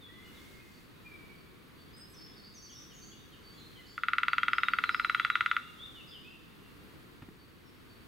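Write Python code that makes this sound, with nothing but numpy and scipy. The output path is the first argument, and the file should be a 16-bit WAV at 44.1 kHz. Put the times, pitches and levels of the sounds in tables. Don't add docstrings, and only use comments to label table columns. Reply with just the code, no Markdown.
import sys
import numpy as np
from scipy import signal
from scipy.fft import rfft, irfft
from scipy.io import wavfile
from scipy.ndimage import uniform_filter1d

SR = 44100
rng = np.random.default_rng(int(sys.argv[2]) if len(sys.argv) > 2 else 0)


def dump_mix(stems):
    frames = np.atleast_2d(stems).T
    limited = np.clip(frames, -1, 1)
    pcm = np.round(limited * 32767).astype(np.int16)
    wavfile.write(sys.argv[1], SR, pcm)


N = 355887

# frequency in Hz, level in dB before the hardness tilt, t60 in seconds.
TRUNK_MODES = [(1225, -14.4, .021), (1344, -10.4, .0133), (2079, -14.8, .0082), (2743, -27.3, .0165),
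               (2569, -29.2, .0153), (3207, -20.3, .0058), (3900, -31, .012), (1405, -39, .09),
               (1295, -43, .1), (4750, -38, .006)]
# delay in seconds, level in dB before the left-right split.
LIMB_REFLECTIONS = [(.002053, -10.9), (.003455, -13.8), (.005588, -18), (.006976, -23.6), (.008439, -19.4),
                    (.010134, -24.7), (.015567, -26), (.017762, -25), (.018505, -24.5), (.0246, -30)]
# frequency in Hz, relative level in dB.
TICK_SPECTRUM = [(100, -30), (280, -27), (700, 0.5), (880, 4.5), (1040, 18), (4700, 2.5), (5800, -10),
                 (6600, -7), (7500, -15), (8600, -9.5), (10000, -12.5), (15000, -17)]
# time in seconds, blows per second.
BLOW_PACE = [(3.98, 17.912), (4.03, 20.236), (4.3, 20.09), (4.72, 19.624), (4.87, 18.418), (5.0, 20.124),
             (5.19, 19.716), (5.3, 18.611), (5.51, 19.127)]
# time in seconds, level in dB.
BLOW_FORCE = [(4.1, -2), (4.6, -1.3), (4.84, -3), (4.94, -3.5), (5.12, -1.5), (5.4, -1.6), (5.57, -3)]
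# frequency in Hz, t60 in seconds.
WOODS_DECAY = [(200, 0.86), (1300, 1.64), (2500, 1.3), (4000, 1.85), (7000, 0.75), (15000, 0.27)]
# start in seconds, level in dB, time constant in seconds.
WING_PUFFS = [(7.22, -39.5, 0.0034), (7.235, -51, 0.0029), (7.285, -41.5, 0.0029)]
# frequency in Hz, relative level in dB.
FEATHER_SPECTRUM = [(40, -28), (110, 2), (200, 2), (320, 3), (500, -20), (900, -15), (2800, -22),
                    (5000, -41), (15000, -50)]
# start in seconds, length in seconds, first, middle and last pitch in Hz,
# level in dB, trill depth in Hz.
BIRD_NOTES = [ (0.0, 0.091, 3900, 3436, 3440, -59.5, -4), (0.059, 0.22, 1880, 2013, 2134, -64.5, 43),
              (.24, 0.067, 2880, 2915, 2900, -66, 0), (0.301, .42, 2065, 2159, 2030, -70, 50),
              (0.346, 0.043, 3950, 3650, 3180, -64, 58), (.59, .05, 2490, 2490, 2570, -68, 0),
              (1.036, 0.14, 2420, 2364, 2255, -59.5, -2), (1.198, 0.15, 2290, 2287, 2234, -64.5, 2),
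              (1.92, 0.14, 4900, 5050, 5050, -63, -3), (1.958, 0.071, 7900, 8560, 8050, -68, 350),
              (2.077, .07, 7800, 8150, 7500, -71, -2), (2.075, .075, 11550, 11400, 10550, -73, 0),
              (2.135, .033, 6800, 5500, 5200, -64.5, 0), (2.149, .13, 5150, 5250, 5390, -59, 43),
              (2.349, .069, 5200, 4520, 4370, -63.5, 2), (2.43, 0.056, 4350, 4670, 4820, -58, 150),
              (2.75, 0.085, 5400, 5750, 6000, -57, 297), (2.923, 0.12, 6800, 6430, 5860, -64, 100),
              (3.018, .11, 6200, 6440, 6610, -62, 302), (3.502, 0.15, 6300, 6900, 6000, -77, 200),
              (3.561, 0.13, 4300, 4090, 4260, -63.5, 85), (3.749, 0.066, 3300, 3010, 3040, -62, 60),
              (3.769, 0.055, 2000, 2025, 1930, -64.5, 20), (3.85, 0.12, 7000, 7100, 7330, -77, 150),
              (3.865, .06, 5000, 5160, 5130, -69, 150), (4.373, 0.099, 3150, 3230, 3400, -56, 10),
              (4.504, 0.11, 5020, 5075, 5060, -64.5, 2), (4.594, .11, 3650, 3710, 3810, -56.5, 25),
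              (4.82, .088, 4200, 4010, 3870, -55, 124), (4.896, 0.093, 5100, 5040, 5060, -59, 253),
              (5.02, 0.11, 4200, 3900, 3930, -53.5, 56), (5.169, 0.082, 3150, 3390, 3460, -54, 40),
              (5.3, 0.078, 3950, 3800, 3340, -52.5, 57), (5.471, 0.082, 3600, 3560, 3370, -56, 35),
              (5.602, 0.12, 2700, 2805, 2780, -62.5, -2.5), (5.781, .1, 3050, 3616, 3400, -52, 74.5),
              (5.948, 0.08, 3150, 2856, 2620, -57.5, 37), (6.071, 0.054, 5000, 4930, 4920, -62, 173),
              (6.107, 0.079, 3700, 3116, 2810, -56, 40), (6.22, 0.16, 2380, 2676, 2780, -61.5, 25),
              (6.619, 0.092, 2800, 2747, 2720, -72, 17), (7.65, .055, 5700, 5400, 5260, -75, 100)]
# first start in seconds, end in seconds, period in seconds,
# length in seconds, first, middle and last pitch in Hz, level in dB.
REPEATED_SYLLABLES = [(2.538, 2.73, 0.078, .06, 6700, 5910, 5380, -58.5),
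                      (2.688, 3.42, .21, .036, 3380, 3070, 2680, -63)]
# offset into the phrase in seconds, pitch in Hz,
# level in dB before the song's rise and the distance gains.
WHISTLE_PHRASE = [(0, 4543, -61.5), (.095, 3410, -65), (.155, 3683, -64.5)]
# start in seconds, pitch in Hz, level in dB before the distance gains.
SINGLE_WHISTLES = [(.7, 4510, -70), (7.38, 4520, -70), (7.88, 4490, -68.5)]
# frequency in Hz, relative level in dB per Hz.
AIR_SPECTRUM = [(10, -16), (45, -3), (90, 0), (300, -1.5), (460, -7), (590, -16), (820, -18), (1120, -11.5),
                (2000, -15), (3500, -19), (4500, -21), (5300, -29), (7500, -33), (15500, -29)]
# frequency in Hz, relative level in dB per Hz.
HISS_SPECTRUM = [(500, -9), (2000, 6.5), (3800, -1), (4500, 0), (5300, 0.5), (9000, -5.5), (15000, -5)]
# frequency in Hz, correlation from 0 to 1.
STEREO_LIKENESS = [(40, 0.27), (300, 0.1), (700, 0.33), (1500, 0.057), (4000, 0.07), (8000, 1),
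                   (15000, 0.31)]
# peak time in seconds, half width at 1/e in seconds, peak level in dB.
HISS_SWELLS = [(.44, 0.24, -62.5), (.78, 0.11, -67), (2.8, 0.36, -66.5), (3.75, 0.38, -68.5),
               (5.3, .95, -64.5)]

ROLL_START_S, ROLL_END_S = 3.9787, 5.59
WIND_UP_DB, WIND_UP_S = -9.5, 0.046
HARD_DB, HARD_PER_DB = 1.36, 0.41
UNEVEN_FORCE_DB, UNEVEN_HARD_DB = 0.55, 1
NOTE_ECHO_DB = -0.5
SONG_START_S, PHRASE_S = 1.335, .418
SONG_ENTRY_DB, SONG_RISE_DB_PER_S = -11.5, 9.5
CHIRPS_PER_S, CHIRPS_END_S, CHIRP_S, CHIRP_DB = 3.5, 6.0, 0.0577, -77
CHIRP_LOW_HZ, CHIRP_HIGH_HZ, CHIRP_GLIDE = 2490, 4750, 0.085
AIR_DB = -54.5
EDGE_HZ = 15850


def drumming(level_db=0, woods_db=-14, limb_side_db=3.0):
    roll, crack = np.zeros(N), tick()
    for start_s, force_db, hard_db in blows():
        add(roll, start_s, gain_of(force_db + level_db) * blow(hard_db, crack))
    near = np.array([roll, roll])
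    for k, (delay_s, db) in enumerate(LIMB_REFLECTIONS):
        side_db = (-1) ** k * limb_side_db * np.sqrt(k)
        add(near[0], delay_s, gain_of(db + side_db / 2) * roll)
        add(near[1], delay_s, gain_of(db - side_db / 2) * roll)
    wash = woods(roll, early_db=9.5, early_t60_s=0.28, likeness=0.12)
    return near + gain_of(woods_db) * wash


def blows():
    s = ROLL_START_S
    while s < ROLL_END_S:
        force_chance, hard_chance = rng.standard_normal(2)
        wind_up_db = WIND_UP_DB * np.exp((ROLL_START_S - s) / WIND_UP_S)
        force_db = np.interp(s, *np.transpose(BLOW_FORCE)) + wind_up_db
        hard_db = HARD_DB + HARD_PER_DB * force_db + UNEVEN_HARD_DB * hard_chance
        yield s, force_db + UNEVEN_FORCE_DB * force_chance, hard_db
        s += 1 / np.interp(s, *np.transpose(BLOW_PACE))


def blow(hard_db, crack, low_hz=1007, high_hz=4300, tick_db=-21, detune=0.0046, scatter=0.92):
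    t = np.arange(len(crack)) / SR
    ring = np.zeros(len(t))
    for k, (hz, db, t60_s) in enumerate(TRUNK_MODES):
        struck_hz = hz * (1 + detune * rng.standard_normal())
        tilt_db = hard_db * np.log2(hz / TRUNK_MODES[0][0])
        decay = gain_of(db + tilt_db - 60 * t / t60_s)
        ring += (-1) ** k * decay * np.sin(2 * np.pi * struck_hz * t)
    band = signal.butter(N=3, Wn=[low_hz, high_hz], btype="band", fs=SR, output="sos")
    ring = signal.sosfilt(band, ring)
    return ring + gain_of(tick_db + hard_db) * (crack + scatter * tick())


def tick(snap_s=0.0026, splinter_db=-15, splinter_s=0.051, rise_s=0.00035):
    t = np.arange(2048) / SR
    decay = np.exp(-t / snap_s) + gain_of(splinter_db) * np.exp(-t / splinter_s)
    fade = np.minimum(t / rise_s, 1) * decay
    return coloured(rng.standard_normal(len(t)), TICK_SPECTRUM) * fade / np.linalg.norm(fade)


def woods(x, early_db, early_t60_s, likeness):
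    taps = rng.standard_normal((2, SR))
    likeness = np.clip(likeness, 0, 1)
    taps[1] = likeness * taps[0] + np.sqrt(1 - likeness ** 2) * taps[1]
    hz, t, bins = signal.stft(taps, SR, nperseg=256)
    late = gain_of(-60 * t / read(WOODS_DECAY, hz)[:, None])
    early = gain_of(early_db - 60 * t / early_t60_s)
    tail = signal.istft(bins * (late + early) * (t > .004), SR, nperseg=256)[1]
    return signal.fftconvolve(x[None], tail / np.linalg.norm(tail[0]), axes=1)[:, :N]


def wings():
    out, t = np.zeros(N), np.arange(2048) / SR
    for start_s, db, length_s in WING_PUFFS:
        envelope = t / length_s * np.exp(-t / length_s)
        puff = coloured(rng.standard_normal(len(t)), FEATHER_SPECTRUM) * envelope
        puff = puff / np.linalg.norm(puff) * np.sqrt(length_s * SR)
        add(out, start_s, gain_of(db) * puff)
    return out


def songbirds(direct_db=0, whistle_s=0.095, far_direct_db=-4, far_woods_db=-4):
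    direct, scattered = np.zeros((2, N))
    for start_s, db, sound in twitter():
        add(direct, start_s, gain_of(db + direct_db) * sound)
        add(scattered, start_s, gain_of(db + NOTE_ECHO_DB) * sound)
    for start_s, hz, db in whistles():
        sound = note(whistle_s, hz, hz, hz, 0)
        add(direct, start_s, gain_of(db + far_direct_db) * sound)
        add(scattered, start_s, gain_of(db + far_woods_db) * sound)
    return direct + woods(scattered, early_db=1, early_t60_s=0.23, likeness=0.48)


def twitter(slur_trill_hz=20, chirp_trill_hz=70):
    for start_s, length_s, first_hz, middle_hz, last_hz, db, trill_hz in BIRD_NOTES:
        yield start_s, db, note(length_s, first_hz, middle_hz, last_hz, trill_hz)
    for first_s, end_s, period_s, length_s, first_hz, middle_hz, last_hz, db in REPEATED_SYLLABLES:
        for start_s in np.arange(first_s, end_s, period_s):
            yield start_s, db, note(length_s, first_hz, middle_hz, last_hz, slur_trill_hz)
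    for when, height, slope in rng.random((round(CHIRPS_PER_S * CHIRPS_END_S), 3)):
        hz = CHIRP_LOW_HZ * (CHIRP_HIGH_HZ / CHIRP_LOW_HZ) ** height
        glide = CHIRP_GLIDE * (2 * slope - 1)
        chirp = note(CHIRP_S, hz * (1 - glide), hz, hz * (1 + glide), chirp_trill_hz)
        yield when * CHIRPS_END_S, CHIRP_DB, chirp


def whistles(count=9):
    for sung_s in PHRASE_S * np.arange(count):
        soft_db = min(SONG_ENTRY_DB + SONG_RISE_DB_PER_S * sung_s, 0)
        for offset_s, hz, db in WHISTLE_PHRASE:
            yield SONG_START_S + sung_s + offset_s, hz, db + soft_db
    yield from SINGLE_WHISTLES


def note(length_s, first_hz, middle_hz, last_hz, trill_hz, trills_per_s=95, waver=0.0056, flutter_db=2):
    count = int(length_s * SR)
    u = np.linspace(0, 1, count)
    glide_hz = np.polyval(np.polyfit([0, .5, 1], [first_hz, middle_hz, last_hz], 2), u)
    trill_rate_hz = trills_per_s * (1 + 0.252 * drift(count, 0.0061))
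    trill = np.sin(2 * np.pi * np.cumsum(trill_rate_hz) / SR)
    hz = glide_hz * (1 + waver * drift(count, 0.0041)) + trill_hz * trill
    swell = signal.windows.tukey(count, .4) * gain_of(flutter_db * drift(count, 0.0072))
    return evened(np.sin(2 * np.pi * np.cumsum(hz) / SR) * swell)


def background(air_db=0, swell_db=-1.0, flutter_db=0.5):
    air = gain_of(AIR_DB + air_db + swell_db * drift(N, 0.31)) * stereo_noise(AIR_SPECTRUM)
    t = np.arange(N) / SR
    swell = sum(gain_of(db) * np.exp(-((t - peak_s) / width_s) ** 2) for peak_s, width_s, db in HISS_SWELLS)
    hiss = swell * gain_of(flutter_db * drift(N, .03)) * stereo_noise(HISS_SPECTRUM)
    return air + hiss


def stereo_noise(points):
    a, b = rfft(rng.standard_normal((2, N)))
    likeness = np.clip(read(STEREO_LIKENESS, np.fft.rfftfreq(N, 1 / SR)), -1, 1)
    right = likeness * a + np.sqrt(1 - likeness ** 2) * b
    return evened(coloured(irfft(np.array([a, right]), N), points))


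def drift(count, span_s):
    size = max(int(span_s * SR), 2)
    smooth = uniform_filter1d(rng.standard_normal(count), size)
    return evened(uniform_filter1d(smooth, size))


def coloured(x, points):
    hz = np.fft.rfftfreq(x.shape[-1], 1 / SR)
    return irfft(rfft(x) * gain_of(read(points, hz)), x.shape[-1])


def read(points, hz):
    f, value = np.transpose(points)
    return np.interp(np.log(hz + 1), np.log(f + 1), value)


def add(mix, start_s, sound):
    part = mix[max(round(start_s * SR), 0):][:len(sound)]
    part += sound[:len(part)]


def evened(x):
    return x / np.sqrt(np.mean(x ** 2) + 1e-20)


def gain_of(db):
    return 10 ** (np.asarray(db) / 20)


def scene():
    return drumming() + wings() + songbirds() + background()


def record(dry):
    low_pass = signal.firwin(511, EDGE_HZ, window=("kaiser", 9), fs=SR)
    return signal.oaconvolve(dry, low_pass[None], "same")


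dry = scene()
out = record(dry)
dump_mix(out)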